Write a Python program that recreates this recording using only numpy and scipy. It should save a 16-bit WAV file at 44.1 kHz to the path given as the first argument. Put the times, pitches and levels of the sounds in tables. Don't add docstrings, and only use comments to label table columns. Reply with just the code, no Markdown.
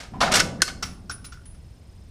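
import sys
import numpy as np
from scipy import signal
from scipy.fft import rfft, irfft
from scipy.io import wavfile
from scipy.ndimage import uniform_filter1d

SR = 44100
rng = np.random.default_rng(int(sys.argv[2]) if len(sys.argv) > 2 else 0)


def store_pcm(level_fs):
    pcm = np.round(np.clip(level_fs, -1, 1) * 32767).astype(np.int16)
    wavfile.write(sys.argv[1], SR, np.atleast_2d(pcm).T)


def rack_gain(trim_db):
    fader = np.asarray(trim_db, float)
    return 10 ** (fader / 20)


N = 92610


def unit(x):
    return x / np.sqrt(np.mean(x ** 2))


def colour(x, points):
    point_hz, point_db = np.array(points, float).T
    hz = np.maximum(np.arange(2049) * SR / 4096, 1)
    level_db = np.interp(np.log(hz), np.log(point_hz), point_db)
    cepstrum = irfft(np.log(rack_gain(level_db)))
    cepstrum[1:2048] *= 2
    cepstrum[2049:] = 0
    response = irfft(np.exp(rfft(cepstrum)))
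    return signal.fftconvolve(x, response / np.linalg.norm(response))[:N]


def ring(x, modes):
    t = np.arange(SR) / SR
    response = 0
    for hz, db, t60 in modes:
        decay = 1000. ** (-t / t60) / np.sqrt(t60)
        response = response + rack_gain(db) * np.sin(2 * np.pi * hz * t) * decay
    return signal.fftconvolve(x, response / np.linalg.norm(response))[:N]


def band(x, hz, kind):
    return signal.sosfilt(signal.butter(2, hz, kind, fs=SR, output="sos"), x)


def walk(rate_hz):
    hold = int(SR / rate_hz)
    steps = np.repeat(rng.standard_normal(N // hold + 1), hold)
    smooth = uniform_filter1d(uniform_filter1d(steps, hold), hold)
    return unit(smooth[:N])


def chatter(rows, attack_s, grit_db):
    t = np.arange(N) / SR
    unevenness = np.minimum(rng.exponential(size=N), 3)
    clicks = unit(rng.standard_normal(N) * rack_gain(grit_db * unevenness))
    power = 0
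    for start_s, db, t60, *shares_db in rows:
        since = np.maximum(t - start_s, 0)
        env = rack_gain(db) * (1 - np.exp(-since / attack_s)) * rack_gain(-60 * since / t60)
        shares = rack_gain(np.array([0] + shares_db))[:, None]
        power = power + (env * shares) ** 2
    return clicks * np.sqrt(power)


def knocks(rows, rise_s):
    t = np.arange(N) / SR
    out = np.zeros(N)
    for start_s, db, hz, t60 in rows:
        since = np.maximum(t - start_s, 0)
        env = rack_gain(db - 60 * since / t60) * (1 - np.exp(-since / rise_s))
        out += env * np.sin(2 * np.pi * hz * since)
    return out


# pitch_hz, level_db (per Hz)
AIR_COLOUR = [(12, -65), (20, -4.5), (70, 0), (198, -15.5), (270, -21.5), (1370, -39.5), (5230, -42),
              (13200, -57), (16000, -58)]


def air():
    flicker_db, flicker_hz = 1.2, 12
    noise = unit(colour(rng.standard_normal(N), AIR_COLOUR)) * rack_gain(-44)
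    rumble = band(noise, 340, "low")
    return noise + rumble * (rack_gain(flicker_db * walk(flicker_hz)) - 1)


def insects():
    cricket_hz, cricket_db, wobble, arch = 5080, -64.5, 0.01, .045
    rate_hz, first_s, pulse_s = 23.9, .0165, .0055
    chorus_hz, chorus_width_hz, chorus_db = 8900, 1300, -71
    swell_hz, swell_db = [6400, 13500], -11.5

    t = np.arange(N) / SR
    from_pulse_s = (((t - first_s) * rate_hz + .5) % 1 - .5) / rate_hz
    gate = np.exp(-.5 * (from_pulse_s / pulse_s) ** 2)
    hz = cricket_hz * (1 + wobble * walk(rate_hz) + arch * (gate - .5))
    tone = np.sin(2 * np.pi * np.cumsum(hz) / SR) * gate * rack_gain(1.5 * walk(rate_hz))

    between = (1 - gate) ** 2
    edges = [chorus_hz - chorus_width_hz / 2, chorus_hz + chorus_width_hz / 2]
    chorus = unit(band(rng.standard_normal(N), edges, "band"))
    swell = rack_gain(swell_db) * unit(band(rng.standard_normal(N), swell_hz, "band"))
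    return rack_gain(cricket_db) * tone + rack_gain(chorus_db) * (chorus + swell) * between


# start_s, level_db
PUSH_LEVELS = [
    (0.0, -47.5),
    (0.086, -60),
    (0.136, -37),
    (0.328, -28.5),
    (0.626, -37.5),
    (0.654, -62),
    (0.676, -40.5),
    (1.288, -51),
    (1.3, -61),
]
# pitch_hz, level_db, t60_s
STOCK_MODES = [(100, -9.5, 0.3), (148, -6, 0.023), (189, 5, 0.051), (248.4, 0, 0.077), (327, -19.5, 0.048),
               (666, -24.5, 0.046), (740, -13, 0.016), (830, 8.5, 0.029), (1020, 7.5, 0.023),
               (1280, 5, 0.017), (1480, 6.5, 0.0073), (1800, 2, .02)]


def push():
    start_s, db = np.array(PUSH_LEVELS).T
    t = np.arange(N) / SR
    level = rack_gain(np.interp(t, start_s, db, right=-90) + 0.94 * walk(31.16))
    return ring(rng.standard_normal(N) * level, STOCK_MODES[:5])


# start_s, level_db, t60_s, dull_stock_share_db, bright_share_db
BOLT_CONTACTS = [(.001, -38.5, 0.26, 1.5, 3), (.032, -44, 0.1, 10, -31), (.134, -74.5, 0.46, 33, -3.5),
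                 (.2045, -24.5, 0.13, 7.5, -1.5), (.209, -20.5, 0.064, -8, -7.5),
                 (.213, -23.5, 0.11, 13, -6), (.228, -28, 0.21, 17, -17), (.256, -35, 0.28, 16, -31),
                 (.313, -33.5, 0.074, 18, -8.5), (.3178, -18, 0.042, -6.5, 9.5), (.323, -15, 0.059, 2, 1.5),
                 (.3378, -14, 0.16, 0, 3), (.354, -14, 0.16, -1.5, 8), (.368, -19, 0.11, -4.5, -14),
                 (.3945, -10, 0.017, -16.5, -11), (.3995, -8.5, 0.038, -8.5, 6.5),
                 (.404, -19.5, 0.084, -25, -14), (.602, -50, 0.09, -2, -2), (.6187, -3.5, 0.014, -17, 12),
                 (.6237, -18, 0.01, -32, 19.5), (.6285, -23, 0.046, -33, 9), (.672, -38, 0.028, -19, -5),
                 (.678, -27.5, 0.093, -0.5, 0)]
# pitch_hz, level_db, t60_s
STEEL_MODES = [(1490, 3.5, 0.063), (1820, 0.5, 0.049), (2210, 7.5, 0.013), (2690, -42, .03),
               (3300, -18.5, 0.01), (5030, -22, 0.09), (5175, 4, 0.028), (5630, 2, 0.035), (6660, -26, .03),
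               (8400, -8, 0.02), (8550, -16, 0.03)]
# pitch_hz, level_db (per Hz)
SCRAPE_COLOUR = [(200, -17.5), (400, -19), (850, -11.5), (1300, -1), (4700, -3), (8000, -14), (11000, -23),
                 (15500, -49.5)]


def bolt():
    plain, dull, bright = chatter(BOLT_CONTACTS, attack_s=0.00096, grit_db=-0.65)
    rub = plain + band(bright - plain, 5300, "high")
    steel = colour(rub, SCRAPE_COLOUR) + rack_gain(-15.5) * ring(rub, STEEL_MODES)
    thud = band(band(dull, 1940, "low"), 460, "high")
    return steel + thud + rack_gain(-11) * ring(dull, STOCK_MODES[4:])


# start_s, wall_level_db, rim_level_db, t60_s
BRASS_CHIMES = [(.066, -65, -90, .05), (.21, -35, -64, 0.17), (.279, -53, -73, .3), (.303, -72, -92, .1),
                (.828, -56, -47, .2), (.844, -54, -49, .3), (.856, -43.5, -46, 0.12), (.88, -57, -58, .3),
                (.898, -50.5, -62, .21), (.925, -56.5, -64, 0.31), (1.101, -51, -62, .37),
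                (1.116, -36, -56, 0.25), (1.178, -54, -70, 0.43), (1.245, -45.5, -53, .5),
                (1.264, -41, -73, 0.19), (1.321, -67, -70, 0.56), (1.456, -45, -78, 0.3)]


def brass():
    wall_hz, wall_drift = 9785, .002
    rim_hz, rim_drift, rim_t60_share = 15340, .006, .5
    rise_s, flutter_db, flutter_hz = .007, 3.6, 90

    t = np.arange(N) / SR
    rows = np.array(BRASS_CHIMES)
    latest = np.maximum(np.searchsorted(rows[:, 0], t) - 1, 0)
    start_s, wall_db, rim_db, t60 = rows[latest].T
    since = np.maximum(t - start_s, 0)
    notes = ((wall_hz, wall_db, wall_drift, 1), (rim_hz, rim_db, rim_drift, rim_t60_share))
    out = 0
    for hz, db, drift, t60_share in notes:
        decay = (t > start_s) * rack_gain(db - 60 * since / t60 / t60_share)
        env = uniform_filter1d(decay, int(rise_s * SR))
        phase = 2 * np.pi * np.cumsum(hz * (1 + drift * walk(flutter_hz * 2))) / SR
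        out = out + env * rack_gain(flutter_db * walk(flutter_hz)) * np.sin(phase)
    return out


# start_s, level_db, pitch_hz, t60_s
SLIDE_BUMPS = [(.136, -33, 760, .05), (.144, -32.5, 1012, 0.067), (.158, -39, 1020, 0.078),
               (.165, -33, 760, .06), (.184, -43, 968, 0.11), (.2137, 2, 1160, 0.0066),
               (.217, -17.5, 790, .03), (.2265, -10, 1020, .022), (.2265, -17, 2220, 0.022),
               (.233, -16.5, 1500, 0.046), (.239, -10.5, 716, 0.041), (.2555, -18, 750, 0.028),
               (.263, -18, 700, .03), (.274, -24, 820, 0.048), (.277, -21, 1385, 0.052),
               (.289, -19, 760, .03), (.301, -17, 690, 0.048), (.333, -19.5, 628, .05),
               (.374, -31, 816, 0.051)]


def slide_bumps():
    return knocks(SLIDE_BUMPS, rise_s=0.00073)


# start_s, level_db, pitch_hz, t60_s
LUG_KNOCKS = [(.2125, -19, 1500, .03), (.2204, -14, 4470, .025), (.318, -12.5, 4740, 0.011),
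              (.325, -29, 1940, 0.0317), (.3378, -9, 7640, .006), (.341, -17, 2910, 0.033),
              (.3455, -12, 8020, 0.016), (.3545, -11.5, 2940, 0.02), (.3545, -17, 4810, .02),
              (.358, -13.5, 4480, 0.012), (.359, -15, 7500, 0.013), (.372, -19, 2237, .04),
              (.3997, -11, 5300, .02), (.4, -13.5, 1610, 0.014), (.4043, -11.5, 1496, 0.041),
              (.4045, -12, 5500, 0.014), (.417, -21.5, 5360, 0.033), (.602, -33, 1810, 0.011),
              (.6065, -30, 1700, .035), (.619, -24.5, 518, 0.027), (.621, -17, 1150, .02),
              (.6192, -3.5, 6730, 0.0095), (.6195, -3.5, 1705, 0.011), (.6205, -15.5, 3200, 0.011),
              (.623, -26, 340, 0.038), (.6233, -10.5, 8770, 0.0092), (.6235, -14, 5260, .015),
              (.6238, -6, 1515, .024), (.6275, -16, 3200, 0.011), (.627, -17, 8800, .01),
              (.6374, -26.5, 1490, 0.08), (.6783, -21, 4450, 0.017), (.679, -33, 1770, .03),
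              (.681, -28, 1285, .04), (.7, -32, 1480, .06)]


def lug_knocks():
    return knocks(LUG_KNOCKS, rise_s=0.00034)


# start_s, level_db, t60_s, mouth_note_share_db
CASE_BOUNCES = [(.824, -28, 0.056, 7.5), (.8265, -22.5, 0.081, -9.5), (.831, -35, 0.27, -7),
                (1.095, -32.5, 0.063, 11.5), (1.108, -35, 0.11, -25), (1.243, -40.5, 0.14, -0.5),
                (1.32, -43.5, 0.15, -6), (1.374, -60, 0.046, 4), (1.455, -49.5, 0.07, -11),
                (1.545, -55.5, 0.062, -6.5), (1.64, -67, 0.099, 2), (1.748, -73, 0.036, -21)]
# pitch_hz, level_db, t60_s
MOUTH_MODES = [(1445, -8, 0.14), (1510, -2, 0.053), (1500, -6, 0.055), (5500, -4, .012)]
# pitch_hz, level_db (per Hz)
TICK_COLOUR = [(180, -25.5), (300, -18), (593, -20), (1510, -3.5), (2100, -8), (3950, -11), (5520, -7.5),
               (15200, -35.5), (16000, -47)]


def case():
    plain, mouth = chatter(CASE_BOUNCES, attack_s=0.0021, grit_db=1.5)
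    return colour(plain, TICK_COLOUR) + rack_gain(-3.5) * ring(mouth, MOUTH_MODES)


# start_s, level_db, pitch_hz, t60_s
SHOULDER_TICKS = [(0.8306, -27, 5620, .03), (.831, -33, 8900, .02), (0.84, -31, 5640, .04),
                  (.853, -35, 5740, 0.059), (.864, -33.5, 5550, 0.036), (0.878, -43, 5580, .06),
                  (0.917, -46, 5570, .04), (1.096, -31.5, 5470, 0.059), (1.111, -31, 5500, .03),
                  (1.245, -48, 5050, 0.044), (1.25, -43, 4020, .05)]
# start_s, level_db, pitch_hz, t60_s
CASE_ROCKS = [
    (1.323, -38.5, 1400, 0.049),
    (1.342, -48.5, 1480, 0.13),
    (1.373, -38.5, 1385, 0.028),
    (1.393, -45.5, 1440, 0.046),
    (1.417, -50, 1410, 0.041),
]


def case_notes():
    rise_s = 0.00072
    return knocks(SHOULDER_TICKS, rise_s) + knocks(CASE_ROCKS, rise_s)


# pitch_hz, level_db, t60_s
SHELTER_BANDS = [(357, 1, 0.7), (1500, 1.5, 0.25), (5000, -9.5, 0.37), (11100, 1.5, 0.21)]


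def shelter(x):
    gap_s = 0.039
    t = np.arange(SR // 2) / SR
    tail = 0
    for hz, db, t60 in SHELTER_BANDS:
        noise = band(rng.standard_normal(len(t)), [hz / 2, min(hz * 2, 20000)], "band")
        tail = tail + noise * rack_gain(db - 60 * t / t60)
    tail = tail * (1 - np.exp(-t / gap_s))
    return rack_gain(-13.5) * signal.fftconvolve(x, tail / np.linalg.norm(tail))[:N]


def scene():
    background = air() + insects() + push()
    rattle = bolt() + case()
    rifle_notes = slide_bumps() + lug_knocks()
    small_notes = case_notes()
    echo = shelter(rattle + rack_gain(-5) * (rifle_notes + small_notes))
    rough_db, rough_hz = 2.5, 350
    rough_notes = small_notes * rack_gain(rough_db * walk(rough_hz))
    return (background + rattle + brass() + rifle_notes + rough_notes + echo)[None]


def band_limit(x):
    return signal.sosfilt(signal.butter(12, 16170, fs=SR, output="sos"), x)


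def record(dry):
    limit, top_hz = .8, 15300
    soft = limit * np.tanh(dry / limit)
    top_cut = signal.ellip(10, .5, 70, top_hz, fs=SR, output="sos")
    mix = signal.sosfilt(top_cut, soft)
    return band_limit(mix)


dry = scene()
out = record(dry)
store_pcm(out)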